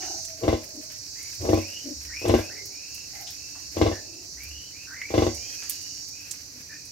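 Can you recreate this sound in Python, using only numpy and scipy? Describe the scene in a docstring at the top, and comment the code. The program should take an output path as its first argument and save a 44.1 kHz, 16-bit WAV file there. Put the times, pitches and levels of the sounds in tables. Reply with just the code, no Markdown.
"""In a small sty at night a sow lies nursing and gives five low grunts, each a few slow pulses of the throat
that excite echoes and ringing modes of the pen. Her piglets squeak thinly as gliding narrow-band noise,
smack at the teats in short bursts of ringing noise, and stir straw that crackles in random grains.
Outside, bush crickets buzz in overlapping bouts of toothed wing strokes, with steady bright lines within
the buzz, over softly coloured air noise with a faint hum and a falling drone."""
import sys
import numpy as np
from scipy import signal
from scipy.fft import rfft, irfft
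from scipy.io import wavfile
from scipy.ndimage import uniform_filter1d

SR = 44100
rng = np.random.default_rng(int(sys.argv[2]) if len(sys.argv) > 2 else 0)


def file_out(sig):
    """Save sig as 16-bit WAV at sys.argv[1]."""
    # one column per channel
    cols = np.atleast_2d(sig).T
    # limit, then scale
    lim = np.clip(cols, -1, 1)
    pcm = np.round(lim * 32767).astype(np.int16)
    wavfile.write(sys.argv[1], SR, pcm)


N = 304731
T = np.arange(N) / SR  # time in seconds


def undb(db):
    """Amplitude ratio: twenty decibels are a factor of ten."""
    return 10 ** (np.asarray(db) / 20)


def unit(x):
    """Normalisation to a root-mean-square of 1."""
    return x / np.sqrt(np.mean(x ** 2) + 1e-18)


def pan(db):
    """Interaural level difference: left above right by db, as a column of two gains."""
    return undb(np.array([[db], [-db]]) / 2)


def colour(x, points):
    """Spectral shaping: filter by points of (Hz, dB), joined on a log-frequency axis."""
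    hz, db = np.transpose(points)
    f = np.fft.rfftfreq(x.shape[-1], 1 / SR)
    gain = undb(np.interp(np.log(f + 1), np.log(hz), db))
    return irfft(rfft(x) * gain, x.shape[-1])


def band(x, hz, width_hz):
    """Simple resonance: one resonator with gain 1 at its centre."""
    hz = min(hz, .45 * SR)
    b, a = signal.iirpeak(hz, hz / width_hz, fs=SR)
    return signal.lfilter(b, a, x)


def clicks(times, sizes):
    """Impulse train: each impulse is shared between its two nearest samples."""
    inside = (times >= 0) & (times < (N - 2) / SR)
    whole, part = np.divmod(times[inside] * SR, 1)
    i, size = whole.astype(int), sizes[inside]
    return np.bincount(i, size * (1 - part), N) + np.bincount(i + 1, size * part, N)


def ring(x, response):
    """Convolution: a linear system answers every sample with its impulse response."""
    return signal.fftconvolve(np.atleast_2d(x), response, axes=1)[:, :N]


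def fading(t60):
    """Diffuse decay: a second of two-channel noise falling 60 dB in t60 seconds, with unit energy."""
    tail = rng.standard_normal((2, SR)) * undb(-60 * T[:SR] / t60)
    return tail / np.sqrt(np.sum(tail ** 2) / 2)


def spread(likeness):
    """Interaural correlation: two noises with the given likeness, from a shared and an opposed part."""
    mid, side = rng.standard_normal((2, N))
    c = np.clip(likeness, -1, 1)
    opposed = side * np.array([[1], [-1]])
    return unit(np.sqrt(1 + c) * mid + np.sqrt(1 - c) * opposed)


def in_sty(x, wet_db, t60):
    """Reverberation: direct sound plus diffuse ring, scaled for nearly unchanged loudness."""
    return (x + undb(wet_db) * ring(x, fading(t60))) / np.hypot(1, undb(wet_db))


def whistles(rows, settle_s=0.0594, edge=0.2, flutter_db=0):
    """Narrow-band modulation: slow noise wavers a carrier that glides exponentially to its last pitch."""
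    out = np.zeros(N)
    for start, end, first_hz, last_hz, width_hz, db in rows:
        i = np.flatnonzero((T > start) & (T < end))
        noise = rng.standard_normal((3, 3 * SR))
        age = T[i] - start
        hz = last_hz + (first_hz - last_hz) * np.exp(-age / settle_s)
        phase = 2 * np.pi * np.cumsum(hz) / SR
        slow = signal.sosfilt(signal.butter(2, width_hz / 2, fs=SR, output="sos"), noise[:2])
        # skip the filter's first quarter second; long notes reuse the noise
        a, b = slow[:, (i - i[0] + SR // 4) % noise.shape[1]]
        wander = unit(uniform_filter1d(np.resize(noise[2], len(i)), SR // 100))
        tone = undb(flutter_db * wander) * (a * np.cos(phase) + b * np.sin(phase))
        envelope = np.sin(np.pi * age / (end - start)) ** edge
        out[i] += undb(db) * envelope * unit(tone)
    return out


def swell(times, width_s):
    """Gaussian envelope: a smooth bump of height 1 around each time."""
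    return sum(np.exp(-((T - s) / width_s) ** 2) for s in times)


def walk(per_s):
    """Band-limited fluctuation: smooth random wandering with an rms of 1."""
    step = int(SR / per_s)
    return unit(uniform_filter1d(np.repeat(rng.standard_normal(200), step)[:N], step))


# Five grunts. Each row: start in seconds, strongest flap in seconds, end in seconds, flap period in ms,
# slowing in ms per flap, build-up in dB, fade in dB, level in dB, rasp in dB relative to the flap,
# chest thump in dB relative to the common chest gain.
GRUNT_ROWS = [(.39, .4803, .57, 47.2, 2.7, 10, 4, -6, -24, 3.5),
              (1.38, 1.5323, 1.595, 42, 2, 3.5, 7, -7, -30, -2.5),
              (2.2, 2.3402, 2.405, 47, 4, 2.8, 11, -4.3, -27, 0),
              (3.73, 3.8148, 3.945, 47, 3.3, 12, 4, -5.3, -22.5, 2),
              (5.09, 5.1797, 5.29, 40.4, 3.1, 4.4, 1.2, -6.5, -24, -1)]
# Colour of the rasp in the snout. 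Each row: frequency in Hz, relative level in dB.
RASP_SPECTRUM = [(300, -20), (700, 5), (1100, 3), (1350, -8), (1600, -1.5), (1800, -10), (2050, 6),
                 (2450, -6.5), (2850, 3), (3100, -8), (3450, -0.5), (4300, -5.5), (6000, -11), (12000, -32)]


def sow(flow_db=-39.5, rasp_fall_db=3, rasp_s=0.036, chest_db=38, chest_hz=78, chest_width_hz=52):
    """Source and filter: slack folds flap about 22 times a second, slowing; air rasps after each flap."""
    flaps, rasps, flow, depth_db = np.zeros((4, N))
    for start, peak, end, period_ms, slowing_ms, build_db, fade_db, db, rasp_db, deep_db in GRUNT_ROWS:
        k = np.arange(-3, 3)  # flap number, 0 at the strongest
        times = peak + (period_ms * k + slowing_ms * k ** 2 / 2) / 1000
        loss_db = np.where(k < 0, build_db * k ** 2, fade_db * np.abs(k) ** 1.6)
        sizes = undb(db - loss_db) * (times > start) * (times < end)
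        flaps += clicks(times, sizes)
        rasps += clicks(times, sizes * undb(rasp_db - rasp_fall_db * k))
        depth_db[T > start] = deep_db
        flow += undb(db) * np.sin(np.pi * np.clip((T - start) / (end - start), 0, 1)) ** 2
    drive = flaps + undb(flow_db) * flow * rng.standard_normal(N)
    # the flap response peaks 10 ms in, so the drive is moved that much earlier
    voice = ring(np.roll(drive, -SR // 100), flap_response())
    # the big body answers each flap with a slow thump
    thump = band(band(drive, chest_hz, chest_width_hz), chest_hz, chest_width_hz)
    chest = undb(chest_db + depth_db) * thump
    voice = signal.sosfilt(signal.butter(4, 42, "high", fs=SR, output="sos"), voice + chest)
    puff = np.exp(-T[:SR] / rasp_s)
    return voice + ring(rasps, puff[None]) * unit(colour(spread(0.36), RASP_SPECTRUM)) * pan(0.55)


# Echoes off floor and walls. Each row: delay on the left in ms, delay on the right in ms, level in dB.
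WALL_ECHOES = [(2.1, 2.4, -14), (3.4, 3.6, -15), (6.4, 4.9, -10), (9.1, 9.1, -16), (11.8, 12.1, -12),
               (14, 13.9, -12)]
# Ringing of throat and pen. Each row: frequency in Hz, 60 dB decay time in seconds, level in dB.
RESONANT_MODES = [(94.2, 0.29, -17.5), (204.6, 0.21, -35), (237.5, 0.22, -17.5), (320.1, 0.21, -9.5),
                  (357.7, 0.15, -12), (454.7, 0.12, -13), (502.7, 0.24, -20), (563.3, 0.33, -26.5),
                  (614, 0.36, -28), (655, 0.25, -28), (786, 0.12, -19.5), (920, 0.2, -40), (1030, 0.2, -25),
                  (1112, 0.13, -24)]


def flap_response(direct_db=-1, pulse_hz=480, lag_ms=0.28, right_db=-1.5, diffuse_db=-11, tail_db=-19,
                  build_cycles=0.17, mode_spread_rad=0.26):
    """Impulse response: a short pressure pulse, its echoes, ringing modes and a faint long tail."""
    def pulse(t):
        """Ricker wavelet: a pressure peak between two shallow troughs."""
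        a = (np.pi * pulse_hz * t) ** 2
        return (1 - 2 * a) * np.exp(-a)

    t = T[:SR] - 1 / 100 - np.array([[0], [lag_ms]]) / 1000
    out = undb(direct_db) * pulse(t)
    for left_ms, right_ms, db in WALL_ECHOES:
        out = out + undb(db) * pulse(t - np.array([[left_ms], [right_ms]]) / 1000)
    age = np.maximum(t, 0)
    for hz, t60, db in RESONANT_MODES:
        build = 1 - np.exp(-age * hz / build_cycles)  # low modes take longer to fill
        # a standing wave meets the two sides out of step
        shift = mode_spread_rad * rng.choice([-1, 1]) * np.array([[1], [-1]])
        out = out + build * undb(db - 60 * age / t60) * np.cos(2 * np.pi * hz * t + shift)
    scatter = undb(diffuse_db) * fading(.14) + undb(tail_db) * fading(1.1)
    out = out + signal.fftconvolve(pulse(t), scatter, axes=1)[:, :SR]
    return out * undb([[0], [right_db]])


def piglets(squeak_db=-1):
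    """Superposition: squeaks, murmurs, crackling straw and the noises of suckling add linearly."""
    calls = in_sty(squeaks(), wet_db=-5, t60=.28)
    return calls * undb(squeak_db) * pan(-0.26) + murmurs() + straw() + suckling()


# Rising squeaks. Each row: start in seconds, end in seconds, top pitch in Hz, relative level in dB.
SQUEAK_ROWS = [(-.3, .14, 2890, -51), (1.151, 1.313, 2230, -50), (1.513, 1.64, 2680, -43),
               (1.609, 1.862, 2983, -44), (2.1, 2.293, 2660, -40), (2.39, 2.504, 2650, -45),
               (2.49, 2.63, 2170, -44), (2.699, 3.09, 2718, -49.5), (3.317, 3.691, 2700, -54.5),
               (3.989, 4.245, 2640, -56), (4.371, 4.49, 2450, -46.5), (4.43, 4.73, 3000, -49),
               (4.729, 4.882, 2650, -48), (4.9, 5.15, 2360, -41), (5.33, 5.679, 2570, -49.5),
               (5.369, 5.572, 3250, -51), (5.623, 6.027, 2870, -55.5), (6.123, 6.327, 2645, -52.5),
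               (6.661, 6.9, 2480, -54.5)]
# Short level peeps. Each row: start in seconds, pitch in Hz, relative level in dB.
PEEP_ROWS = [(2.07, 1886, -46.5), (2.34, 1575, -42), (3.131, 2060, -49), (3.915, 1780, -43.5),
             (4.871, 1572, -44), (6.689, 1777, -46.5)]


def squeaks(core_db=-3.5, hoarse_db=-2, breath_db=-6, flutter_db=3, edge=0.41, sweep_per_db=.027,
            level_squeak_db=-57, rise_share=.25, squeak_width_hz=180, peep_s=0.09, peep_width_hz=154):
    """Tone plus turbulence: a clear whistle, a hoarse strand and wider rushing air form each call."""
    def call(start, end, first_hz, top_hz, width_hz, db):
        """Bandwidth and clarity: the narrower the strand, the purer it sounds."""
        strands = [(1 / 4, core_db), (1, hoarse_db), (3, breath_db)]  # (share of the width, dB)
        rows = [(start, end, first_hz, top_hz, share * width_hz, db + strand_db)
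                for share, strand_db in strands]
        return whistles(rows, settle_s=rise_share * (end - start), edge=edge, flutter_db=flutter_db)

    sound = sum(call(start, start + peep_s, hz, hz, peep_width_hz, db) for start, hz, db in PEEP_ROWS)
    for start, end, top_hz, db in SQUEAK_ROWS:
        # the harder a piglet pushes, the further below its top pitch a squeak starts
        sweep = np.clip(sweep_per_db * (db - level_squeak_db), 0, .5)
        sound = sound + call(start, end, top_hz * (1 - sweep), top_hz, squeak_width_hz, db)
    return signal.sosfilt(signal.butter(6, 3150, fs=SR, output="sos"), sound)


# The loudest smacks at the teats. Each row: time in seconds, level in dB, centre in Hz.
SMACK_ROWS = [(.2488, -29.5, 7000), (1.2267, -34.5, 8400), (1.5399, -37, 13200), (2.281, -30, 8000),
              (2.6544, -33, 13000), (2.945, -33, 12200), (3.2086, -38, 12700), (3.304, -39, 13800),
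              (4.433, -37.5, 12700), (5.346, -32.5, 7900), (5.633, -35, 8000), (5.695, -18, 11500),
              (6.31, -23.5, 7060)]
# Broad noise bursts: soft scuffs, and the slower fade of the loudest smack.
# Each row: time in seconds, level in dB, centre in Hz.
BROAD_BURST_ROWS = [(0.019, -42, 1850), (.899, -50, 2180), (2.279, -36.5, 2840), (3.268, -38, 4400),
                    (3.551, -51.5, 990), (5.621, -42.5, 1890), (5.697, -38, 5000)]


def suckling(wet_db=-4, t60=0.14, scatter_db=3, faint_per_s=4, faint_db=-42):
    """Transient excitation: a few loud smacks among many faint ones, broad soft bursts and a pop."""
    chance = rng.uniform(0, 1, (int(faint_per_s * N / SR), 3))
    faint = [(when * N / SR, faint_db + scatter_db * (2 * size - 1), 7000 + 6500 * tone)
             for when, size, tone in chance]
    smacks = sum(smack(s, db, hz, width_hz=0.77 * hz, decay_s=0.0068, pan_db=-8.5)
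                 for s, db, hz in list(SMACK_ROWS) + faint)
    broad = sum(smack(s, db, hz, width_hz=hz, decay_s=0.039, pan_db=6) for s, db, hz in BROAD_BURST_ROWS)
    # a teat pops out of a mouth
    pop = smack(5.0145, -17, 2030, width_hz=370, decay_s=0.0049, pan_db=-3)
    return in_sty(smacks + broad + pop, wet_db, t60)


def smack(time, db, hz, width_hz, decay_s, pan_db, rise_s=0.0014):
    """Damped resonance: a quick burst of noise, filtered twice by one resonator, dies away."""
    age = T[:SR // 4]
    noise = band(band(rng.standard_normal(len(age)), hz, width_hz), hz, width_hz)
    burst = unit(noise) * np.exp(-age / decay_s) * (1 - np.exp(-age / rise_s))
    return np.pad(burst, (int(time * SR), N))[:N] * undb(db) * pan(pan_db)


# Soft murmurs, and the pen's faint ringing after two grunts.
# Each row: start in seconds, end in seconds, resonance in Hz, level in dB.
MURMUR_ROWS = [(-.05, 0.211, 760, -45.5), (-.03, .2, 340.7, -48), (0.736, 0.826, 303, -44.5),
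               (1.84, 1.946, 293, -37.5), (2.45, 2.75, 400, -55), (3.12, 3.314, 743, -52),
               (3.98, 4.33, 340, -55), (6.539, 6.617, 250, -55)]
# Deep rumbles. Each row: start in seconds, end in seconds, frequency in Hz, level in dB.
RUMBLE_ROWS = [(1.381, 1.45, 93, -35), (1.921, 2.25, 66.3, -47.5), (4.329, 4.66, 66.4, -46.5),
               (5.3, 5.453, 68.6, -46)]


def murmurs(width_share=.2, upper_ratio=1.95, upper_db=-13, rumble_width_hz=16.5):
    """Paired resonances: murmurs and faint pen ringing sound a resonance and a weaker one above it;
    rumbles are single deep bands."""
    rows = [(start, end, ratio * hz, ratio * hz, width_share * ratio * hz, db + part_db)
            for start, end, hz, db in MURMUR_ROWS
            for ratio, part_db in [(1, 0), (upper_ratio, upper_db)]]
    rows += [(start, end, hz, hz, rumble_width_hz, db) for start, end, hz, db in RUMBLE_ROWS]
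    return in_sty(whistles(rows, edge=0.57), wet_db=-7, t60=0.22) * pan(1)


# Colour of the straw. Each row: frequency in Hz, relative level in dB.
STRAW_SPECTRUM = [(1000, -11), (2500, 4.5), (3400, -6), (4500, -12), (8300, -1), (10000, -5.5), (12500, 4),
                  (15500, -10.5)]


def straw(rest_db=-55, heave_db=-51, heave_s=0.094, tug_db=-55, tug_s=0.094, fidget_db=2.5, grain_db=4.2):
    """Shot noise: random grains crackle, more when a grunt heaves the flank or a piglet tugs a teat."""
    when = rng.uniform(0, N / SR, (2, 2500))
    size = np.minimum(rng.exponential(1, (2, 2500)), 5)
    grains = np.array([clicks(w, undb(grain_db * e)) for w, e in zip(when, size)])
    leaky = grains + 0.05 * grains[::-1]  # a little of each side reaches the other
    crackle = unit(colour(ring(leaky, fading(0.11)), STRAW_SPECTRUM))
    heaves = undb(heave_db) * swell([grunt[1] for grunt in GRUNT_ROWS], heave_s)
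    tugs = undb(tug_db) * swell([row[0] for row in SMACK_ROWS], tug_s)
    return crackle * (undb(rest_db) + heaves + tugs) * undb(fidget_db * walk(10)) * pan(-0.78)


# Cricket bouts. Each row: start in seconds, end in seconds, settled wing-stroke rate in Hz,
# extra rate at the start in Hz, settled level in dB.
BOUT_ROWS = [(-2, 0.42, 169.7, 15, -34.5), (-3, 1.18, 156.4, 6, -46), (0.74, 4.3, 206.7, 17, -44.5),
             (0.95, 4.24, 152.4, 11, -45), (4, 7.2, 203.5, 12, -48), (5, 6.32, 166, 15, -41.5)]
# Steady bright lines within the crickets' buzz. Each row: start in seconds, end in seconds,
# frequency in Hz, level in dB.
BRIGHT_LINE_ROWS = [(2, 4.9, 5485, -53.5), (1.6, 2.79, 5443, -48), (2.6, 2.7, 6500, -53.5),
                    (2.1, 6.6, 6811, -59.5), (5.7, 6.25, 5560, -51)]
# Colour of the crickets' wings. Each row: frequency in Hz, relative level in dB.
WING_SPECTRUM = [(3000, -73), (3700, -17.5), (4100, -8), (4550, -0.5), (5100, -2.5), (5600, 0.5),
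                 (6250, -2), (6900, -6), (7600, -11.5), (9500, -21)]


def crickets(settle_s=.55, far_db=-45.5, waver_db=1.03, unsteady_hz=.25, blur_share=.3, wing_hz=6000,
             wing_width_hz=2600, attack_s=0.37, release_s=0.25, eager_db=7.5, line_width_hz=10):
    """Stridulation: each stroke drags the same file of teeth; a bout starts fast and loud, then settles.
    Foliage scatters part of each song into a hiss, and far singers blur altogether."""
    buzz, blur = 0, np.clip(blur_share, 0, 1)
    for start, end, stroke_hz, extra_hz, db in BOUT_ROWS:
        eager = np.exp(-np.maximum(T - start, 0) / settle_s)
        turns = np.cumsum(stroke_hz + extra_hz * eager + unsteady_hz * walk(14)) / SR
        times = np.interp(np.arange(1, turns[-1]), turns, T)  # one stroke per whole turn
        teeth = ring(clicks(times, np.ones(len(times))), fading(0.056))
        strokes = unit(colour(band(teeth, wing_hz, wing_width_hz), WING_SPECTRUM))
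        hiss = unit(colour(spread(0), WING_SPECTRUM))
        song = np.sqrt(1 - blur) * strokes + np.sqrt(blur) * hiss
        gate = np.clip((T - start) / attack_s, 0, 1) * np.clip((end - T) / release_s, 0, 1)
        buzz = buzz + song * gate * undb(db + eager_db * eager)
    far = undb(far_db + waver_db * walk(11)) * unit(colour(spread(0.043), WING_SPECTRUM))
    lines = [(start, end, hz, hz, line_width_hz, db) for start, end, hz, db in BRIGHT_LINE_ROWS]
    return (buzz + far) * pan(-5.0) + whistles(lines, edge=0.18) * pan(2)


# Colour of night air, with its hum. Each row: frequency in Hz, relative level in dB.
AIR_SPECTRUM = [(25, -12), (60, 10), (95, 12), (150, 4.5), (230, -3), (295, 9.5), (350, -1), (600, -5),
                (1300, -12.5), (2500, -14.5), (3400, -17), (8000, -61), (10000, -10.5), (16000, -32)]
# A far, slowly falling drone. Each row: start in seconds, end in seconds, first pitch in Hz,
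# last pitch in Hz, width in Hz, level in dB.
DRONE_ROWS = [(-0.33, 1.02, 735, 600, 42, -54)]


def night(air_db=-54, low_hz=700):
    """Diffuse field: still air, alike on both sides in the bass, with a faint hum and a far drone."""
    lows = signal.butter(2, low_hz, fs=SR, output="sos")
    highs = signal.butter(2, low_hz, "high", fs=SR, output="sos")
    air = signal.sosfilt(lows, spread(0.82)) + signal.sosfilt(highs, spread(0.074))
    drone = whistles(DRONE_ROWS, settle_s=0.68, edge=0.62)
    return unit(colour(air, AIR_SPECTRUM)) * undb(air_db) + drone


def scene():
    """Superposition: sow and litter close by, the night around them."""
    return sow() + piglets() + crickets() + night()


def record(dry, dip_hz=10200, dip_width_hz=1800, dip_share=0.3, top_hz=15700):
    """Frequency response: the microphone has a shallow dip in the high treble and cuts the very top."""
    heard = dry - dip_share * band(dry, dip_hz, dip_width_hz)
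    return signal.sosfilt(signal.ellip(8, .2, 70, top_hz, fs=SR, output="sos"), heard)


dry = scene()
out = record(dry)
file_out(out)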